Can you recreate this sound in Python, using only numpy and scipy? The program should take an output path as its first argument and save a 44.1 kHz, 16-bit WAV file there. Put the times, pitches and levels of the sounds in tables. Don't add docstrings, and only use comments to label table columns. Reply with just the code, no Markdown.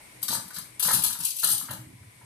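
import sys
import numpy as np
from scipy import signal
from scipy.fft import rfft, irfft
from scipy.io import wavfile

SR = 44100
rng = np.random.default_rng(int(sys.argv[2]) if len(sys.argv) > 2 else 0)


def gain_from_decibels(decibels):
    exponent = np.asarray(decibels, float) / 20
    return 10 ** exponent


def pcm_store(signal):
    levels = np.round(np.clip(np.atleast_2d(signal), -1, 1) * 32767)
    wavfile.write(sys.argv[1], SR, levels.astype(np.int16).T)


N = 99225

# pitch_hz, level_db (per Hz)
AIR_SPECTRUM = [(18, -23), (30, -6.5), (130, -5), (1020, -13), (1290, -15.5), (2180, -13), (6720, -19),
                (9680, -16.5), (15500, -27.5)]
# pitch_hz, width_hz, level_db
APPLIANCE_WHINES = [(120, 14, -65.5), (313, 18, -66.5), (1000, 62, -67.5), (2197, 870, -57.5),
                    (6780, 300, -91), (8200, 68, -64), (9350, 260, -65.5), (10700, 250, -68),
                    (11170, 710, -65)]
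AIR_DB, AIR_ALIKE_HZ = -53.5, 286

# start_s, level_db, pitch_hz
TRAY_KNOCKS = [(0.002, -42, 636), (0.225, -36.5, 1000), (0.281, -31, 1400), (0.304, -27.5, 970),
               (0.324, -26.5, 1060), (0.345, -29.5, 1740), (0.361, -33.5, 980), (0.395, -32, 620),
               (0.502, -33.5, 1430), (0.563, -31.5, 1500), (0.585, -41.5, 1000), (0.798, -32.5, 1390),
               (0.824, -27.5, 1000), (0.849, -22.5, 1340), (0.8805, -21, 930), (0.882, -16.5, 1630),
               (0.903, -21, 1700), (0.905, -20.5, 930), (0.936, -22, 870), (0.99, -26.5, 1120),
               (1.043, -23.5, 1250), (1.099, -29, 1300), (1.148, -31.5, 1280), (1.197, -32, 1340),
               (1.235, -37, 1060), (1.4295, -20.5, 1255), (1.434, -25, 1180), (1.482, -23, 1310),
               (1.527, -27, 1000), (1.608, -29.5, 1320), (1.684, -24.5, 1460), (1.704, -22, 830),
               (2.03, -50, 1600), (2.21, -40.5, 700)]
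# pitch_hz, level_db
TRAY_MODES = [(600, 7.5), (760, 3), (900, 14), (1010, 14), (1200, 12.5), (1330, 13.5), (1480, 11.5),
              (1660, 15.5), (1850, 10.5), (2100, 5.5)]
TRAY_DB, TRAY_T60_S, TRAY_CHATTER_S, TRAY_REACH_OCT, TRAY_WET_DB = -13, 0.024, 0.0081, .45, -1.5

# start_s, level_db, pitch_hz
REACH_HITS = [(0.2154, -33.5, 10600), (0.2265, -17.5, 10800), (0.240, -32, 11000), (0.2494, -36, 11000),
              (0.2796, -15.5, 8250), (0.291, -23, 10500), (0.303, -20.5, 5100), (0.314, -19, 10600),
              (0.324, -16, 8800), (0.333, -16.5, 8100), (0.345, -17, 10900), (0.356, -36, 10500),
              (0.372, -38, 9000), (0.4774, -31, 10100), (0.503, -32.5, 8600), (0.530, -33, 8200),
              (0.540, -26.5, 8250), (0.549, -30, 10600), (0.561, -23.5, 6230), (0.5735, -36, 11700),
              (0.582, -22.5, 10800), (0.598, -47, 11000), (0.615, -50, 9000)]
GRAB_HITS = [(0.7940, -12, 11600), (0.8028, -18.5, 9900), (0.8235, -8, 10500), (0.832, -12, 11000),
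             (0.8457, -8, 11000), (0.858, -11.5, 10200), (0.8700, -10, 11300), (0.885, -9.5, 9200),
             (0.8964, -15.5, 9600), (0.910, -8.5, 10000), (0.9255, -9, 11100), (0.9315, -6.5, 9800),
             (0.9440, -5, 11000), (0.957, -15, 10800), (0.971, -12, 10800), (0.987, -14.5, 10900),
             (1.017, -10.5, 10300), (1.0350, -2.5, 11100), (1.044, -9, 11900), (1.060, -11, 11100),
             (1.0744, -13.5, 12600), (1.088, -30.5, 11500), (1.104, -13, 11500), (1.125, -12, 11800),
             (1.186, -20, 11500)]
SORT_HITS = [(1.2010, -13, 9900), (1.224, -17, 10400), (1.2325, -15.5, 9800), (1.2470, -5.5, 11700),
             (1.262, -15, 10000), (1.2706, -21, 10100), (1.281, -18, 10000), (1.302, -14.5, 8700),
             (1.355, -21, 11500), (1.3625, -15.5, 12100), (1.383, -15, 11300), (1.3935, -14.5, 11200),
             (1.4175, -12, 12500)]
LIFT_HITS = [(1.4307, -7.5, 12100), (1.4415, -4, 10700), (1.456, -16, 10500), (1.470, -7.5, 11000),
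             (1.4848, -5.5, 12700), (1.497, -8, 12000), (1.5106, -9.5, 9700), (1.520, -9, 11500),
             (1.530, -19, 12700), (1.545, -14, 10900), (1.5764, -10.5, 12700), (1.595, -16.5, 12700),
             (1.620, -22, 12800), (1.650, -27, 10300), (1.7065, -18, 10700), (1.7294, -21.5, 10700),
             (1.742, -37, 10700)]
# pitch_hz, level_db
REACH_MODES = [(4737, -61), (5383, -64), (6239, -59), (8086, -57), (8457, -56), (9340, -59), (10169, -59),
               (10820, -57), (11122, -60)]
GRAB_MODES = [(3655, -56), (3763, -56), (4474, -53), (4904, -54), (6266, -53), (7709, -49), (8963, -48),
              (9254, -51), (9997, -49), (10734, -45), (12376, -49), (12748, -52), (15089, -57),
              (15466, -67)]
SORT_MODES = [(4409, -58), (7720, -59), (9588, -54), (10137, -50), (11488, -52), (11682, -58), (12586, -51),
              (13534, -58), (14131, -60)]
LIFT_MODES = [(3984, -57), (5163, -58), (6605, -56), (8619, -53), (8969, -52), (9394, -50), (10557, -50),
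              (10600, -49), (11440, -52), (11746, -50), (12543, -51), (13534, -53), (14982, -61),
              (15477, -60)]
RINGS_DB, RING_T60_S = -27, .08
STEEL_CHATTER_S, STEEL_REACH_OCT, STEEL_LOW_HZ = 0.0065, 1, 2360

# pitch_hz, level_db (of each mode)
HEAP_SPECTRUM = [(1410, -39), (2400, -10), (4050, -4.5), (5980, -13.5), (6470, -11.5), (6990, -14),
                 (10400, -9), (12900, -8.5), (15500, -16.5)]
HEAP_DB, HEAP_T60_S, MODE_SPREAD_DB, HEAP_TOUCHES_PER_S = -28.5, .05, 3.0, 1000

# start_s, level_db, pitch_hz
BOWL_CLINKS = [
    (1.4320, -18.5, 4200),
    (1.4480, -22, 4930),
    (1.4590, -22.5, 4080),
    (1.689, -29.5, 2930),
    (1.708, -34.5, 2960),
]
# pitch_hz, level_db
BOWL_MODES = [(2850, -3), (3150, -3), (3985, 0), (4194, 0), (4900, -3)]
BOWL_DB, BOWL_T60_S, BOWL_REACH_OCT = -6, 0.048, 0.18

# start_s, level_db, pitch_hz
DRAWER_JOLTS = [(0.222, -44, 201), (0.29, -29, 186), (0.345, -35, 94), (0.361, -41, 180),
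                (0.429, -39.5, 207), (0.565, -38, 193), (0.6, -43.5, 105), (0.68, -58, 101),
                (0.844, -27, 167), (0.927, -20, 163), (0.93, -40, 85), (0.967, -29, 165),
                (1.047, -38.5, 210), (1.06, -33, 91), (1.181, -33, 170), (1.427, -30, 146), (1.46, -40, 60),
                (1.499, -30, 146), (1.55, -41, 152), (1.617, -35.5, 230), (1.689, -26.5, 122),
                (1.729, -35, 184), (1.781, -32, 124), (1.819, -52, 175), (1.851, -31, 120),
                (1.899, -34, 131), (1.949, -86, 115), (1.999, -35.5, 111), (2.043, -41, 111),
                (2.15, -44.5, 116), (2.218, -44, 115)]
# pitch_hz, level_db
BOX_MODES = [(62, -13), (78, -17), (92, -7), (106, -2), (122, 0.5), (142, -8), (165, 0), (188, -1.5),
             (225, -2.5), (265, -2.5), (312, -3)]
BOX_DB, BOX_T60_S, BOX_CHATTER_S, BOX_REACH_OCT, BOX_WET_DB = -22.5, .14, 0.037, .33, -3
BOX_ALIKE_HZ = 260

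ONSET_S, TOUCH_SPREAD_DB = .0018, 3.0
ROOM_T60_S, ROOM_SWELL_S, ROOM_DB, WALL_CUT_HZ = 0.38, 0.0053, -4, 10000

# pitch_hz, level_db
PORT_BALANCE = [(300, 0), (3000, .5), (5500, 2), (9000, 9), (15000, 8)]
DUCK_FROM_DB, DUCK_SHARE, DUCK_S = -38, .3, .3
TOP_HZ = 16100


def rms_one(x):
    return x / np.sqrt(np.mean(x ** 2) + 1e-20)


def at_hz(points, hz):
    table_hz, table_db = np.array(points)[:, 0], np.array(points)[:, 1]
    return np.interp(np.log(hz), np.log(table_hz), table_db)


def colour(x, db_at):
    hz = np.maximum(np.fft.rfftfreq(N, 1 / SR), 10)
    return irfft(rfft(x) * gain_from_decibels(db_at(hz)), N)


def sieve(x, order, hz, kind):
    return signal.sosfilt(signal.butter(order, hz, kind, fs=SR, output="sos"), x)


def ring(x, hz, t60):
    r = gain_from_decibels(-60 / (t60 * SR))
    w = 2 * np.pi * hz / SR
    return signal.lfilter([0, np.sin(w)], [1, -2 * r * np.cos(w), r * r], x + 1e-18)


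def touches(shape, rate):
    met = rng.random(shape) < rate / SR
    count = met.sum()
    click_db = TOUCH_SPREAD_DB * np.minimum(rng.exponential(1, count), 3)
    out = np.zeros(shape)
    out[met] = gain_from_decibels(click_db) * rng.choice([-1, 1], count)
    return out


def forces(events, dies):
    start, db, _ = np.transpose(events)[:, :, None]
    age = np.maximum(np.arange(N) / SR - start, 0)
    return gain_from_decibels(db) * (1 - np.exp(-age / ONSET_S)) * np.exp(-age / dies)


def drives(events, hz, dies, reach_oct):
    away = np.log2(hz[:, None] / np.array(events)[:, 2]) / reach_oct
    return gain_from_decibels(-np.minimum(6 * away ** 2, 12)) @ forces(events, dies)


def strike(events, modes, t60, dies, reach_oct, rate, channels):
    hz, db = np.transpose(modes)
    drive = gain_from_decibels(db - db.max())[:, None] * drives(events, hz, dies, reach_oct)
    return sum(ring(force * touches((channels, N), rate), f, t60) for force, f in zip(drive, hz))


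def kitchen(x, wet_db):
    age = np.arange(SR // 2) / SR
    tail = rng.standard_normal((2, SR // 2)) * gain_from_decibels(-60 * age / ROOM_T60_S)
    tail = sieve(tail * (1 - np.exp(-age / ROOM_SWELL_S)), 1, WALL_CUT_HZ, "low")
    tail /= np.sqrt((tail ** 2).sum(axis=1, keepdims=True))
    return x + gain_from_decibels(wet_db) * signal.fftconvolve(x, tail, axes=1)[:, :N]


def still_room():
    mid, side = rng.standard_normal((2, N))
    side = sieve(side, 2, AIR_ALIKE_HZ, "high")
    air = colour(np.array([mid + side, mid - side]), lambda hz: at_hz(AIR_SPECTRUM, hz))
    out = gain_from_decibels(AIR_DB) * rms_one(air)
    for hz, width, db in APPLIANCE_WHINES:
        noise = rng.standard_normal((1 if hz < AIR_ALIKE_HZ else 2, N))
        t60 = 4.2 / width
        out += gain_from_decibels(db) * rms_one(ring(ring(noise, hz, t60), hz, t60))
    return out


def tray():
    out = strike(TRAY_KNOCKS, TRAY_MODES, TRAY_T60_S, TRAY_CHATTER_S, TRAY_REACH_OCT,
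                 rate=2000, channels=1)
    return sieve(gain_from_decibels(TRAY_DB) * out, 2, [420, 2600], "band")


def heap(events):
    out = 0
    centres = np.geomspace(2900, 13800, 8)
    age = np.arange(2400) / SR
    for centre, force in zip(centres, drives(events, centres, STEEL_CHATTER_S, STEEL_REACH_OCT)):
        count = int(40 + centre / 90)
        hz = np.minimum(centre * 2 ** rng.uniform(-.3, .3, (count, 1)), 15900)
        t60 = HEAP_T60_S * rng.uniform(.4, 1.5, hz.shape)
        phase = rng.uniform(0, 2 * np.pi, (2, count, 1))
        gain = gain_from_decibels(at_hz(HEAP_SPECTRUM, hz) + MODE_SPREAD_DB * rng.standard_normal((2, count, 1)))
        modes = gain * gain_from_decibels(-60 * age / t60) * np.sin(2 * np.pi * hz * age + phase)
        body = modes.sum(axis=1)
        clicks = force * touches(N, HEAP_TOUCHES_PER_S)
        out = out + signal.fftconvolve(clicks[None], body, axes=1)[:, :N]
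    return out


def spoon_bowls():
    return gain_from_decibels(BOWL_DB) * strike(BOWL_CLINKS, BOWL_MODES, BOWL_T60_S, STEEL_CHATTER_S, BOWL_REACH_OCT,
                                 rate=900, channels=2)


def cutlery():
    moves = [(REACH_HITS, REACH_MODES), (GRAB_HITS, GRAB_MODES),
             (SORT_HITS, SORT_MODES), (LIFT_HITS, LIFT_MODES)]
    out = 0
    for hits, modes in moves:
        clear = strike(hits, modes, RING_T60_S, STEEL_CHATTER_S, STEEL_REACH_OCT, rate=1000, channels=2)
        out = out + gain_from_decibels(RINGS_DB) * clear + gain_from_decibels(HEAP_DB) * heap(hits)
    return sieve(out + spoon_bowls(), 3, STEEL_LOW_HZ, "high")


def drawer():
    out = strike(DRAWER_JOLTS, BOX_MODES, BOX_T60_S, BOX_CHATTER_S, BOX_REACH_OCT, rate=2000, channels=1)
    out = sieve(gain_from_decibels(BOX_DB) * out, 2, [65, 420], "band")
    upper = sieve(out, 3, BOX_ALIKE_HZ, "high")
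    echo = kitchen(np.vstack([upper, upper]), BOX_WET_DB) - upper
    return out + echo


def scene():
    return still_room() + kitchen(tray(), TRAY_WET_DB) + kitchen(cutlery(), ROOM_DB) + drawer()


def low_pass(x):
    return signal.sosfilt(signal.butter(12, 16470, fs=SR, output="sos"), x)


def record(dry):
    left = colour(dry[0], lambda hz: at_hz(PORT_BALANCE, hz) / 2)
    right = colour(dry[1], lambda hz: -at_hz(PORT_BALANCE, hz) / 2)
    r = np.exp(-1 / (DUCK_S * SR))
    level_db = 10 * np.log10(signal.lfilter([1 - r], [1, -r], left ** 2) + 1e-9)
    duck_db = -DUCK_SHARE * np.maximum(level_db - DUCK_FROM_DB, 0)
    ducked = np.array([left, right]) * gain_from_decibels(duck_db)
    mix = signal.sosfilt(signal.cheby2(12, 60, TOP_HZ, fs=SR, output="sos"), ducked)
    return low_pass(mix)


dry = scene()
out = record(dry)
pcm_store(out)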